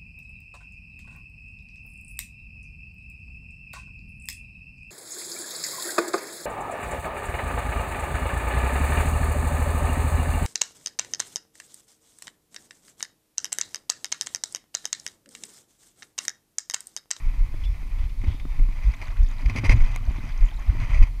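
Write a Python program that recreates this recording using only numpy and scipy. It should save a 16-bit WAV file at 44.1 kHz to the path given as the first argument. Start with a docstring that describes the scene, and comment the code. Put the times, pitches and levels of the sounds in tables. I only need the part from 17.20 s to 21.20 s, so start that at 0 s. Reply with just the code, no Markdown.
"""Beside a slow stream, an angler handles a fly line, heard from a cased camera worn on the chest.
Body movement and puffs of air thump the case; clothing rubs, scrapes and knocks on it and rings its walls.
The line zips through the fingers and ticks, and a catch on the tackle snaps once.
Behind it all lie a soft wash of water, ringing drips and small bubbles, and a faint whistling bird."""
import sys
import numpy as np
from scipy import signal
from scipy.fft import rfft, irfft, next_fast_len
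from scipy.io import wavfile
from scipy.ndimage import uniform_filter1d

SR = 44100
rng = np.random.default_rng(int(sys.argv[2]) if len(sys.argv) > 2 else 0)


def generate_wav(sig):
    """Save sig (samples, or channels by samples) to the path in sys.argv[1] as 16-bit PCM at SR."""
    pcm = np.round(np.clip(np.atleast_2d(sig).T, -1, 1) * 32767).astype(np.int16)
    wavfile.write(sys.argv[1], SR, pcm)


N = 176400

# ring of the case walls under sliding cloth (frequency [Hz], relative level [dB])
CASE_RING = [(150, -29.5), (260, -6), (370, -10), (470, -9), (620, -4), (730, -8.5), (1000, -3),
             (1300, -10.5), (1560, -16), (1800, -7), (2050, 3.5), (2300, 2), (2500, 2), (2780, -12.5),
             (3050, -9.5), (3400, -17), (3850, -18.5), (4150, -11.5), (4400, -19.5), (4800, -5.5),
             (5120, -11), (5380, -28), (5700, -10.5), (6200, -16.5), (6800, -21.5), (7400, -34),
             (8050, -22.5), (8700, -40), (9400, -32), (10050, -25.5), (11000, -35), (12400, -37),
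             (15500, -69)]


def undb(db):
    """Decibels to gain."""
    return 10 ** (np.asarray(db) / 20)


def unit(x):
    """Scale to rms 1."""
    return x / np.sqrt(np.mean(x ** 2))


def clock():
    """Time of every sample, in seconds."""
    return np.arange(N) / SR


def fader(points):
    """Gain ride through (time [s], level [dB]) points."""
    return undb(np.interp(clock(), *np.array(points).T))


def colour(x, *spectra):
    """Minimum-phase EQ through one or more curves of (frequency [Hz], gain [dB])."""
    size = next_fast_len(len(x) + 4096, real=True) // 2 * 2
    log_hz = np.log(np.maximum(np.arange(size // 2 + 1) * SR / size, 1))
    db = sum(np.interp(log_hz, np.log(eq[:, 0]), eq[:, 1]) for eq in map(np.array, spectra))
    cepstrum = irfft(np.log(undb(db)), size)
    cepstrum[1:size // 2] *= 2  # folded so that the ring follows the hit
    cepstrum[size // 2 + 1:] = 0
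    return irfft(rfft(x, size) * np.exp(rfft(cepstrum)), size)[:len(x)]


def noise(spectrum):
    """Steady coloured noise at rms 1."""
    return unit(colour(rng.standard_normal(N), spectrum))


def wander(rate_hz):
    """Smooth random drift at rms 1."""
    hold = max(int(SR / rate_hz), 1)
    steps = np.repeat(rng.standard_normal(N // hold + 1), hold)
    return unit(uniform_filter1d(uniform_filter1d(steps, hold), hold)[:N])


def add(out, start, x):
    """Mix a short sound in at its start time."""
    i = max(int(start * SR), 0)
    out[i:i + len(x)] += x[:max(N - i, 0)]


def slips(per_second=5000, spread_db=3):
    """Friction: fibres stick and slip in dense impulses of very unequal size."""
    impulses = (rng.random(N) < per_second / SR) * rng.choice([-1, 1], N)
    return impulses * undb(spread_db * np.minimum(rng.exponential(size=N), 5))


def strokes(rows, attack_s=0.0031, sag_db=6.5, release_s=0.00425):
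    """Envelope of a series of slides: each grabs quickly, sags and lets go."""
    out = np.zeros(N)
    for start, length, db in rows:
        t = clock() - start
        grab = np.clip(t / attack_s, 0, 1)
        sag = undb(-sag_db * np.clip(t / length, 0, 1))
        release = np.exp(-np.maximum(t - length, 0) / release_s)
        out += undb(db) * grab * sag * release
    return out


def blows(rows, spectrum, decay_s, rough):
    """Contacts ring a body: one firm push, then a brief rough scuff."""
    out, t = np.zeros(N), clock()[:SR // 10]
    for start, db in rows:
        scuff = rng.standard_normal(len(t)) * np.exp(-t / decay_s)
        scuff /= np.sqrt(np.sum(scuff ** 2))
        hit = colour((t == 0) + rough * scuff, spectrum)
        strength = np.sqrt(np.sum(hit ** 2) / (decay_s * SR))
        add(out, start, undb(db) * hit / (2 * strength))
    return out


def bubble(hz, cycles, glide=0.042):
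    """One bubble rings and rises a little in pitch as it dies."""
    t = clock()[:SR // 20]
    age = t * hz / cycles
    return np.sin(2 * np.pi * hz * t * (1 + glide * np.minimum(age, 2))) * np.exp(-age)


def stream(level_db=-58):
    """The bed: a soft, steady wash of slow water and microphone hiss."""
    # tone of the water and hiss (frequency [Hz], relative level [dB])
    wash = [(100, -3.5), (450, 2.5), (1000, 2.5), (1550, -9), (2200, 5), (2900, -5.5), (4300, -2.5),
            (5800, -8), (8800, -12), (10000, -9), (11500, -13.5), (13500, -9.5), (15500, -17.5)]
    return undb(level_db) * noise(wash)


def bird(waver_depth=0.003, flutter_db=2.5):
    """Thin, nearly steady whistles from the trees."""
    # bird notes (start [s], length [s], start pitch [Hz], end pitch [Hz], level [dB])
    whistles = [(0.31, 0.216, 3400, 3480, -67), (0.45, 0.036, 3470, 3470, -50),
                (.36, 0.206, 5100, 5650, -68), (0.97, 0.44, 3770, 3580, -66.5)]
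    out, waver = np.zeros(N), 1 + waver_depth * wander(150.4)
    for start, length, from_hz, to_hz, db in whistles:
        along = np.clip((clock() - start) / length, 0, 1)
        hz = (from_hz + (to_hz - from_hz) * along) * waver
        swell = np.sqrt(2 * np.abs(np.sin(np.pi * along)))
        out += undb(db) * swell * np.sin(2 * np.pi * np.cumsum(hz) / SR)
    return out * unit(undb(flutter_db * wander(89.4)))


def trickle(from_s=1.65, until_s=3.68, per_band=100, spread_db=2.5):
    """Small bubbles ring as the angler turns in the water, and a few clear drips stand out."""
    # bubble bands (centre pitch [Hz], lowest level [dB], decay [cycles])
    bands = [(1001, -51, 6.4), (2192, -51.5, 9.7), (4300, -49.5, 9)]
    # single drips (time [s], pitch [Hz], level [dB])
    drips = [(1.721, 4820, -45), (1.83, 900, -36.5), (1.855, 4300, -40), (3.325, 800, -40.5),
             (3.122, 4330, -45), (3.39, 995, -38.5), (3.602, 4270, -39)]
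    out = np.zeros(N)
    for centre_hz, db, cycles in bands:
        for when, pitch, softness in rng.random((per_band, 3)):
            gain = undb(db - spread_db * np.log(max(softness, 1 / 20)))
            hz = centre_hz * np.exp(pitch - 0.5)
            add(out, from_s + when * (until_s - from_s), gain * bubble(hz, cycles))
    for start, hz, db in drips:
        add(out, start, undb(db) * bubble(hz, cycles=6.1))
    return out


def line_zips():
    """The fly line slips through the fingers in short, bright zips."""
    # pulls of the line (start [s], length [s], level [dB])
    pulls = [(.436, 0.021, -46), (.78, 0.086, -57), (.893, .012, -52), (1.07, 0.1, -53),
             (1.195, 0.0069, -46.5)]
    # tone of line on skin (frequency [Hz], relative level [dB])
    zip_tone = [(1500, -23), (2700, -0.5), (3400, 4.5), (3800, -4.5), (5700, -10), (7000, -21),
                (15000, -33)]
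    return unit(colour(slips(), zip_tone)) * strokes(pulls)


def tackle_ticks():
    """Line and tackle touch in small, dry ticks."""
    # light contacts (time [s], level [dB])
    ticks = [(1.015, -41), (1.199, -36.5), (1.394, -39.5), (1.526, -40), (1.738, -35), (1.882, -38),
             (1.970, -38), (2.983, -40), (3.636, -34)]
    # ring of a tick (frequency [Hz], relative level [dB])
    tick_tone = [(300, -61.5), (1000, 2), (1550, -4), (2150, 16), (2750, 0), (3600, -4), (4600, -22),
                 (6200, -11.5), (15000, -40)]
    return blows(ticks, tick_tone, decay_s=0.0036, rough=1.6)


def catch_click(at_s=2.7613, ring_db=-30, snap_db=-34.5, snap_decay_s=0.0007):
    """A catch snaps once and the case rings briefly."""
    # modes of the case (frequency [Hz], relative level [dB], decay [s])
    modes = [(1060, 2, 0.0012), (2160, 2.5, 0.0036), (6670, -2, 0.00087), (7800, -4.5, 0.001),
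             (10100, -6, 0.00092)]
    out, t = np.zeros(N), clock()[:SR // 20]
    ring = sum(undb(db) * np.sin(2 * np.pi * hz * t) * np.exp(-t / decay) for hz, db, decay in modes)
    snap = rng.standard_normal(len(t)) * np.exp(-t / snap_decay_s)
    add(out, at_s, undb(ring_db) * ring + undb(snap_db) * snap)
    return out


def shirt_rub(flutter_db=2):
    """The shirt brushes the case, and its slipping fibres ring the walls."""
    # ride of the rubbing (time [s], level [dB])
    ride = [(0, -52), (0.5, -53), (0.62, -56), (0.85, -50.5), (0.88, -56.5), (0.99, -61.5), (1.09, -47),
            (1.23, -59.5), (1.33, -50), (1.47, -55), (1.65, -48.5), (1.78, -51), (1.85, -46.5),
            (1.95, -52.5), (2.3, -48), (2.55, -41.5), (2.75, -44.5), (2.81, -52), (2.91, -47.5),
            (3.3, -51.5), (3.46, -49), (3.65, -41.5), (3.8, -44), (3.87, -46), (3.92, -58)]
    # tone of the shirt, on top of the case ring (frequency [Hz], relative level [dB])
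    shirt_tone = [(200, -3.5), (600, 4.5), (950, 9), (1500, 12), (2200, 2), (3300, 6.5), (5000, -4.5),
                  (6500, 3), (10000, 2.5), (15000, -7)]
    friction = slips() * undb(flutter_db * wander(60))
    return unit(colour(friction, CASE_RING, shirt_tone)) * fader(ride)


def case_shudder(flutter_db=4):
    """The case drags on cloth with a low, uneven shudder."""
    # ride of the shudder (time [s], level [dB])
    ride = [(0, -50), (0.98, -50.5), (1.08, -36.5), (1.25, -50.5), (1.6, -51), (2.15, -45), (2.3, -30.5),
            (2.46, -30), (2.52, -23.5), (2.59, -33.5), (2.8, -39), (3.1, -37), (3.38, -55), (3.54, -39.5),
            (3.75, -30.5), (3.88, -41), (4, -62)]
    # tone of the dragging case (frequency [Hz], relative level [dB])
    drag_tone = [(45, -18.5), (85, -1), (112, 3), (150, -15.5), (185, -16.5), (255, -15.5), (350, -26.5),
                 (460, -38.5), (800, -61), (4000, -100)]
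    drag = rng.standard_normal(N) * undb(flutter_db * wander(30))
    return unit(colour(drag, drag_tone)) * fader(ride)


def cloth_scrapes(flutter_db=1):
    """Cloth scrapes hard across the case in short, gritty strokes."""
    # hard scrapes (start [s], length [s], level [dB])
    scrapes = [(1.037, 0.0089, -39), (1.632, 0.013, -40.5), (1.8145, 0.0028, -28.5), (1.822, 0.013, -41.5),
               (2.257, 0.005, -28), (2.296, 0.0077, -27.5), (2.358, 0.038, -27), (2.440, 0.029, -26),
               (2.492, 0.041, -23), (3.743, 0.042, -37.5), (3.823, 0.015, -33.5)]
    # tone of a scrape, on top of the case ring (frequency [Hz], relative level [dB])
    scrape_tone = [(200, 0.5), (400, 2), (1000, 0.5), (2200, 1.5), (5000, -3.5), (10000, 0.7), (12400, -1),
                   (15000, 17)]
    friction = slips() * undb(flutter_db * wander(250))
    return unit(colour(friction, CASE_RING, scrape_tone)) * strokes(scrapes)


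def mount_knocks():
    """Soft knocks on the mount give a dull, short ring."""
    # bumps on the mount (time [s], level [dB])
    knocks = [(0.342, -30.5), (0.63, -36), (1.039, -27), (1.068, -29.5), (1.101, -31.5), (1.145, -32),
              (1.253, -25.5), (1.395, -28), (1.488, -31), (2.297, -30), (2.354, -22), (2.437, -18),
              (2.497, -16.5), (2.909, -28.5), (2.984, -29), (3.04, -33.5), (3.526, -32.5), (3.55, -29),
              (3.815, -27.5)]
    # body of a knock (frequency [Hz], relative level [dB])
    knock_tone = [(60, -14.5), (130, 4.5), (185, -2), (255, 5.5), (340, -4), (450, -18.5), (600, -14.5),
                  (750, -21.5), (1000, -18), (2400, -32.5), (12000, -65)]
    return blows(knocks, knock_tone, decay_s=0.0066, rough=0.8)


def case_thumps(rumble_db=-26.5, flutter_db=-15, flutter_ref_hz=35.2, fall_over_rise=1.12):
    """Each jolt briefly swings the air in the case and makes it flutter, over a steady rumble."""
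    # jolts (peak time [s], swing level [dB], pitch [Hz], rise time [s])
    jolts = [(0.078, -13, 26.6, 0.026), (0.218, -10, 27.6, 0.026), (0.482, -16, 42.8, 0.049),
             (0.832, -15.5, 29.2, 0.044), (1.086, -7.5, 66.3, 0.0083), (1.416, -8, 25.8, 0.034),
             (1.678, -10.5, 46.2, 0.028), (2.016, -7.5, 32.2, 0.03), (2.264, -9, 41.2, 0.017),
             (2.502, -4, 33.2, 0.015), (2.54, -12.5, 109, 0.022), (2.621, -5.5, 22.1, 0.031),
             (2.887, -13, 46.3, 0.015), (3.232, -5.5, 29.2, 0.021), (3.5, -7, 46.1, 0.013),
             (3.736, -13, 32.5, 0.041), (3.814, 0, 26.3, 0.021)]
    # rumble of harness and air (frequency [Hz], relative level [dB])
    rumble_tone = [(12, -13), (26, 5), (40, -1), (60, -15.5), (85, -16.5), (112, -22.5), (150, -28.5),
                   (185, -39.5), (255, -34.5), (330, -41.5), (450, -61), (2000, -110)]
    # puff of air with each jolt (frequency [Hz], relative level [dB])
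    puff_tone = [(30, -34), (60, 6), (85, -1.5), (110, -7), (145, -25), (200, -36.5), (400, -52.5),
                 (4000, -110)]
    out = undb(rumble_db) * noise(rumble_tone)
    flutter = undb(flutter_db) * noise(puff_tone)
    for peak_s, db, hz, rise_s in jolts:
        t = clock() - peak_s
        width_s = np.where(t < 0, rise_s, rise_s * fall_over_rise)
        swell = np.exp(-(t / width_s) ** 2)
        swing = np.cos(2 * np.pi * hz * t)
        out += undb(db) * swell * (swing + flutter * hz / flutter_ref_hz)  # quicker swings flutter more
    return out


def scene():
    """Mono mix at the chest: handling noise up front, then tackle, then the stream and its bank."""
    handling = case_thumps() + shirt_rub() + case_shudder() + cloth_scrapes() + mount_knocks()
    tackle = tackle_ticks() + catch_click() + line_zips()
    ambience = bird() + stream() + trickle()
    return (handling + tackle + ambience)[None]


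def record(dry, ceiling=1.1, top_hz=15500):
    """The camera rounds off the biggest peaks and cuts the top end."""
    limited = dry / (1 + np.abs(dry / ceiling) ** 8) ** (1 / 8)
    lowpass = signal.ellip(8, 0.2, 80, top_hz, fs=SR, output="sos")
    return signal.sosfilt(lowpass, limited)


dry = scene()
out = record(dry)
generate_wav(out)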